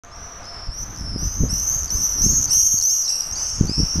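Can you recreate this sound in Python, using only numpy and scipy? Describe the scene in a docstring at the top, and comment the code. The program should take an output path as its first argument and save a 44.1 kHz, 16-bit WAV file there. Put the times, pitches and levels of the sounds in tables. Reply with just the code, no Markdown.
"""Shrill screams race across a courtyard as a flock of swifts passes close overhead.
Each scream scoops up to a whistle, trills by frequency and amplitude modulation, and breaks into a
falling stutter; the nearest birds add sharp chips. The lawn reflects the calls and the house fronts
echo them. Turbulent wind buffets the microphone over a wash of distant traffic."""
import sys
import numpy as np
from scipy import signal
from scipy.fft import rfft, irfft
from scipy.io import wavfile
from scipy.ndimage import map_coordinates

SR = 44100
rng = np.random.default_rng(int(sys.argv[2]) if len(sys.argv) > 2 else 0)


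def dump(signal):
    """Clip the signal to [-1, 1] and save it as 16-bit WAV at the path in sys.argv[1]."""
    limited = np.clip(np.atleast_2d(signal).T, -1, 1)
    pcm = np.round(limited * 32767).astype(np.int16)
    wavfile.write(sys.argv[1], SR, pcm)


N = 176400

# Spectrum of the distant traffic (frequency [Hz], gain [dB])
TRAFFIC_SPECTRUM = [(20, 17), (90, 2), (160, 4), (300, -3), (550, 1.5), (950, 2), (1350, 2.5), (2230, -7),
                    (2700, -10.5), (3800, -13.5), (7000, -20.5), (11000, -34.5), (16000, -42)]
# Level of the distant background, ducked by the recorder's gain control after a wind hit and during
# the loudest screams (time [s], level [dB])
DUCKED_BACKGROUND_LEVEL = [(.04, -44.5), (.2, -41), (.66, -40.5), (.70, -42.5), (1.8, -42), (2.22, -40.5),
                           (2.29, -44), (2.52, -41), (2.64, -49), (2.95, -48), (3.15, -44), (3.42, -39.5),
                           (3.5, -41.5), (4, -41.5)]
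# Hum and whine in the traffic (frequency [Hz], bandwidth [Hz], level [dB])
WHINE_BANDS = [(86, 14, -51.5), (692, 45, -51.5), (1201, 110, -51)]
# Strength of the wind on the microphone (time [s], relative level [dB])
GUST_LEVEL = [(.04, -55), (.16, -43), (.5, -52), (.68, -37.5), (.85, -35.5), (1.05, -29.5), (1.26, -29),
              (1.34, -36.5), (1.43, -17), (1.57, -33.5), (1.88, -33.5), (1.96, -24.5), (2.1, -38),
              (2.26, -23.5), (2.55, -33.5), (2.78, -40), (2.95, -49), (3.2, -48.5), (3.33, -34),
              (3.52, -40.5), (3.64, -19.5), (3.75, -36), (3.81, -23), (3.9, -39.5), (4, -18)]
# Spectrum of the wind rumble (frequency [Hz], gain [dB])
RUMBLE_SPECTRUM = [(15, -5.5), (35, 7.5), (70, 4), (120, -5), (200, -18), (300, -14), (500, -41),
                   (1000, -43), (8000, -130)]
# Spectrum of the small eddies (frequency [Hz], gain [dB])
EDDY_SPECTRUM = [(30, -3.5), (100, -3), (190, 0), (300, -12), (450, -20), (800, -35), (1500, -79),
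                 (8000, -130)]
# Single pressure pulses of the wind (time [s], peak level [dB], width [ms])
BUFFETS = [(0.691, -18, 3.2), (1.013, -23.5, 1.15), (1.162, -15.5, 0.81), (1.274, -16.5, 2.3),
           (1.408, -10, 1.8), (1.4309, -12, 1.2), (1.4344, -9, .9), (1.439, -9.5, 0.81), (1.531, -15, 1.52),
           (1.765, -22, 2.4), (1.954, -20, 2.9), (2.265, -11, 1.07), (2.743, -22, 1.18),
           (3.612, -2.5, 1.08), (3.651, -18, 0.94), (3.696, -13, 0.89), (3.715, -19.5, 0.93),
           (3.782, -21, 1.2), (3.802, -10.5, 1.07), (3.834, -12, 1.5), (3.959, -16, 1.01)]
# Harmonics 1 to 5 of the voice; the second is the heard pitch (relative level [dB])
PARTIALS_DB = [-37, -2, -25.5, -22.5, -43]
# Spectrum of the breath hiss (frequency [Hz], gain [dB])
BREATH_SPECTRUM = [(2000, -14), (2900, -1.5), (3700, 0.5), (4600, 0.5), (5800, -11.5), (7300, 13.5),
                   (9000, -14.5), (10300, 3.5), (12300, -3), (14000, -8), (16000, -24)]
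# Resonances of throat and beak (frequency [Hz], gain [dB])
BEAK_RESPONSE = [(2800, -0.5), (3600, -0.5), (4300, 1), (4900, -2.5), (5600, 1), (6450, 2), (7000, -2.5),
                 (7800, 1.5), (9300, 0.5), (10500, 0), (12700, 1), (13700, -6), (15500, -2)]
# Spectrum of the courtyard echo (frequency [Hz], gain [dB])
YARD_RESPONSE = [(2500, 12), (5300, 2.5), (6500, -6), (9000, 1), (12000, -8.5), (15000, -5)]
# Chips of the nearest birds (centre time [s], pitch [Hz], relative level [dB])
CHIPS = [(1.850, 6050, -25), (1.880, 4840, -29), (1.895, 4500, -32), (1.906, 5550, -18.5),
         (2.220, 6000, -17), (2.335, 4480, -31), (2.425, 6350, -17), (2.44, 6240, -19), (2.452, 6150, -18),
         (2.479, 4720, -28), (2.497, 4700, -29), (2.783, 4620, -24), (2.816, 4380, -27.5),
         (2.857, 4780, -29), (2.962, 5000, -31), (2.988, 5500, -41), (3.012, 5250, -32), (3.080, 4090, -29),
         (3.208, 5750, -17.5), (3.234, 5100, -28), (3.643, 6050, -36), (3.656, 6050, -27),
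         (3.671, 6000, -27), (3.778, 4800, -32)]
# Screams (start [s], length [s], stutter length [s], pitch [Hz], glide [Hz/s], scoop depth [Hz],
# scoop time [s], trill rate [Hz], relative level [dB], swell [dB/s], odd-partial gain [dB],
# treble gain [dB], echo gain [dB], roughness [0-1])
SCREAMS = [ (-.16, 0.23, 0.042, 6350, -20, 900, 0.018, 264, -40.5, 2, -4, -3, 1.5, .7),
           (0.102, 0.42, 0.13, 5893, -3, 953, 0.04, 265.4, -38.5, -13, 4, -6.5, -3.5, 0.48),
           (0.424, 0.26, 0.011, 5232, 499, 613, 0.017, 268, -35.5, 3, -20, -6, -1.5, 0.41),
           (0.69, 0.16, 0, 6230, 2, 1227, 0.084, 271.7, -26, 43, -1, -1, -13, 0.17),
           (0.788, .255, .11, 6240, -1000, 490, .04, 272, -36.5, 1, -2, 1, -5, 0.38),
           (0.952, 0.27, 0.0063, 5613, -2400, 1222, 0.019, 270.3, -33.5, -13, -11, -0.5, -0.5, 0.09),
           (1.165, .325, 0.017, 5907, 1105, 893, 0.019, 248, -27.5, -8, -3.5, 0.5, -3, 0.2),
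           (1.482, 0.39, 0.094, 5867, 1511.5, 1182, .028, 272, -22.5, -12.5, -2.5, 4, -2.5, 0.55),
           (1.526, 0.32, 0.062, 6526, 7.5, 1706, 0.087, 276.7, -24.5, -14, -11, -3, -25, 0.24),
           (1.894, 0.4, 0.024, 6310, -1900, 1400, .016, 278, -21.5, -17, -6, 3.5, -0.5, 0.2),
           (1.934, 0.22, 0.054, 5800, -10, 1300, 0.035, 264.4, -27.5, -9, -2, 4.5, -10, 0.35),
           (2.176, .30, .085, 6458, 14.5, 1694, 0.033, 278, -15.5, -15, -14, 1, -13.5, 0.1),
           (2.215, 0.36, .05, 5676, 1591, 1208, 0.022, 291.4, -25, -25, 3, 0, -19, 0.01),
           (2.487, 0.38, 0.084, 6310, 292, 1700, 0.03, 263, -15.5, -24.5, 3, 3.5, -9.5, 0.45),
           (2.512, 0.4, 0.14, 5750, 289, 785, 0.02, 243, -23, -45, -2, 2, -25, 0.57),
           (2.808, .27, 0.035, 6370, -400, 1393, 0.032, 267.5, -17, -66, -8, 3.5, -8, 0.12),
           (2.884, 0.25, .03, 5754, 384, 1277, 0.016, 258.8, -19, -28, 1, -3, -24, 0.31),
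           (3.037, .21, 0.049, 5590, -7, 999, 0.019, 234, -19.5, -28, 2, -3.5, -18, 0.26),
           (3.078, 0.27, 0.044, 5690, 2, 1402, 0.015, 228.7, -25, -41, 3.5, 2.5, -4, 0.53),
           (3.309, 0.075, 0.013, 6430, 0, 710, 0.012, 268, -25.5, 0, -12, -12, 3, 0.47),
           (3.356, 0.31, .09, 5860, 3007, 201, 0.0232, 238.6, -28.5, -53, -1, -5.5, 2, 0.42),
           (3.345, 0.27, .03, 5490, -14, 1400, .04, 227.7, -28, -21, 7.5, 1, -6.5, 0.57),
           (3.67, 0.32, 0.032, 5447, 396, 1151, .04, 221.2, -21.5, -28, 4, -6, -9.5, 0.43),
           (3.75, 0.44, .02, 6050, 22, 1116, 0.041, 235, -34, -22, 1.5, -0.5, 9, 0.78), ]


def undb(db):
    """Amplitude ratio of a level in decibels."""
    return 10 ** (np.asarray(db) / 20)


def curve(t, rows):
    """Linear interpolation through (time [s], value) rows."""
    return np.interp(t, *np.array(rows).T)


def colour(x, rows):
    """Zero-phase filtering by (frequency [Hz], gain [dB]) rows."""
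    hz, db = np.array(sorted(rows)).T
    bins_hz = np.fft.rfftfreq(len(x), 1 / SR)
    gain = undb(np.interp(np.log(bins_hz + 1), np.log(hz), db))
    return irfft(rfft(x) * gain, len(x))


def noise(spectrum):
    """Spectrally shaped Gaussian noise of rms 1."""
    x = colour(rng.standard_normal(N), spectrum)
    return x / np.sqrt(np.mean(x ** 2) + 1e-20)


def walk(t, rate_hz):
    """Smooth random modulation with a spread near 1."""
    return map_coordinates(rng.standard_normal(4096), [(t - t[0]) * rate_hz], order=3, mode="wrap")


def traffic(t):
    """Superposition of a distant broadband wash and a narrowband whine that soon falls to a quarter."""
    wash = noise(TRAFFIC_SPECTRUM) * undb(curve(t, DUCKED_BACKGROUND_LEVEL) + 0.86 * walk(t, 14))
    whine = np.zeros(N)
    for hz, width_hz, db in WHINE_BANDS:
        phase = 2 * np.pi * hz * t
        whine += undb(db) * (walk(t, width_hz) * np.sin(phase) + walk(t, width_hz) * np.cos(phase))
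    return wash + whine * np.clip((0.84 - t) / 0.19, .25, 1)


def wind(t):
    """Turbulent pressure on the microphone: rumble, small eddies and push-pull buffets."""
    strong_gust_db, eddy_growth = -22, 1.72  # eddies grow faster than the gust
    gust_db = curve(t, GUST_LEVEL) + 2.3 * walk(t, 28)
    rumble = undb(gust_db - 0.5) * noise(RUMBLE_SPECTRUM)
    eddy_db = strong_gust_db - 4 + eddy_growth * (gust_db - strong_gust_db) + 2.5 * walk(t, 70)
    pressure = rumble + undb(eddy_db) * noise(EDDY_SPECTRUM)
    for at, db, width_ms in BUFFETS:
        u = (t - at) / (width_ms / 1000)
        pressure -= undb(db) * 1.7 * u / (1 + u * u / 5) ** 3
    return pressure


def courtyard_echo(t, sound):
    """Reverberation between house fronts: convolution with exponentially decaying noise."""
    t60_s, build_up_s = 1, 0.015
    tail = rng.standard_normal(N) * undb(-60 * t / t60_s) * np.minimum(t / build_up_s, 1)
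    response = colour(tail / np.linalg.norm(tail), YARD_RESPONSE)[:N // 2]
    return signal.fftconvolve(sound, response)[:N]


def lawn_bounce(t, sound):
    """Ground reflection: a weaker copy with a wandering delay."""
    delay_s = .0047 * (1 + 0.0484 * walk(t, 3))
    return undb(-12) * map_coordinates(sound, [(t - delay_s) * SR], order=3)


def voice(hz, odd_db, treble_db):
    """A harmonic series on half the heard pitch; far or averted birds lose treble."""
    phase = 2 * np.pi * np.cumsum(hz / 2) / SR
    return np.sqrt(2) * sum(undb(db + odd_db * (n % 2) + treble_db * (n > 2)) * np.sin(n * phase)
                            for n, db in enumerate(PARTIALS_DB, start=1))


def chips(t, hiss):
    """Steep downward frequency sweeps under Gaussian envelopes a few milliseconds long."""
    width_s, fall_hz_per_s = .0024, 89500
    out = np.zeros(N)
    for at, hz, db in CHIPS:
        on = abs(t - at) < 4 * width_s
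        offset_s = t[on] - at
        tone = voice(hz - fall_hz_per_s * offset_s, odd_db=0, treble_db=0.93)
        out[on] += undb(db) * np.exp(-(offset_s / width_s) ** 2) * (tone + undb(-23) * hiss[on])
    return out


def scream(t, hiss, length, stutter_s, pitch, glide, scoop_hz, scoop_s, trill_hz,
           db, swell, odd_db, treble_db, roughness):
    """Frequency and amplitude modulation turn a rising whistle into a trill, then a falling stutter."""
    attack_s, release_s, trill_onset_s = .02, .018, .055
    trill_swing_hz, trill_depth = 165, .45
    stutter_hz, stutter_swing_hz, sag_hz = 77.64, 783, 444.6
    scoop = np.exp(-t / scoop_s)
    trilling = 1 - np.exp(-(t / trill_onset_s) ** 2)
    stutter_progress = np.clip((t - length + stutter_s) / max(stutter_s, .005), 0, 1)
    broken = np.minimum(stutter_progress * 3, 1)
    trill_phase = 2 * np.pi * np.cumsum(trill_hz * (1 + .02 * walk(t, 55.2))) / SR
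    stutter_phase = 2 * np.pi * np.cumsum(stutter_hz * (1 + 0.0757 * walk(t, 39.53))) / SR

    hz = pitch + glide * t - scoop_hz * scoop - sag_hz * stutter_progress
    hz += trilling * trill_swing_hz * (1 - .5 * broken) * np.sin(trill_phase)
    hz -= stutter_swing_hz * broken * np.sin(stutter_phase)
    hz += 28 * walk(t, 49.63) + (.5 + .5 * trilling) * roughness * 125 * walk(t, 700)  # wander, rasp
    crack = np.sqrt(roughness) * np.maximum(walk(t, 330) - 1.45, 0)
    hz -= 1100 * crack  # now and then the voice cracks downward
    fading_odd_db = odd_db - 40 * t + 5.5 * walk(t, 491)
    tone = voice(hz, fading_odd_db, treble_db)
    breath = undb(-34) * (1 + 2 * broken) * hiss

    tremolo = 1 + trilling * trill_depth * np.sin(trill_phase + 1.34)
    pulses = undb(6) * (.5 + .5 * np.cos(stutter_phase)) ** 6.8
    modulation = tremolo * (1 - broken + broken * pulses)
    envelope = np.clip(t / attack_s, 0, 1) * np.clip((length - t) / release_s, 0, 1)
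    level_db = db - 2.5 + swell * (t - length / 2) - 10.5 * scoop - 6 * crack
    level_db += 1.8 * walk(t, 42.1) + roughness * 4.5 * walk(t, 246.7)  # flutter, rasp
    return (tone + breath) * modulation * envelope * undb(level_db)


def swifts(t):
    """Source and filter: direct and reflected calls all carry the resonances of throat and beak."""
    hiss = noise(BREATH_SPECTRUM)
    direct = chips(t, hiss)
    to_walls = undb(-12) * direct
    for start, length, *settings, echo_db, roughness in SCREAMS:
        on = (t >= start) & (t < start + length)
        call = scream(t[on] - start, hiss[on], length, *settings, roughness)
        direct[on] += call
        to_walls[on] += undb(echo_db) * call
    echo = courtyard_echo(t, to_walls)
    return colour(direct + lawn_bounce(t, direct) + echo, BEAK_RESPONSE)


def scene():
    """Superposition of swifts, traffic and wind at one microphone."""
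    t = np.arange(N) / SR
    return (swifts(t) + traffic(t) + wind(t))[None]


def record(dry):
    """Clipping at full scale and low-pass filtering, after a brief opening silence."""
    silence_s, cutoff_hz = .036, 15500
    clipped = np.clip(dry, -1, 1) * (np.arange(N) / SR >= silence_s)
    return signal.sosfilt(signal.ellip(8, .2, 70, cutoff_hz, fs=SR, output="sos"), clipped)


dry = scene()
out = record(dry)
dump(out)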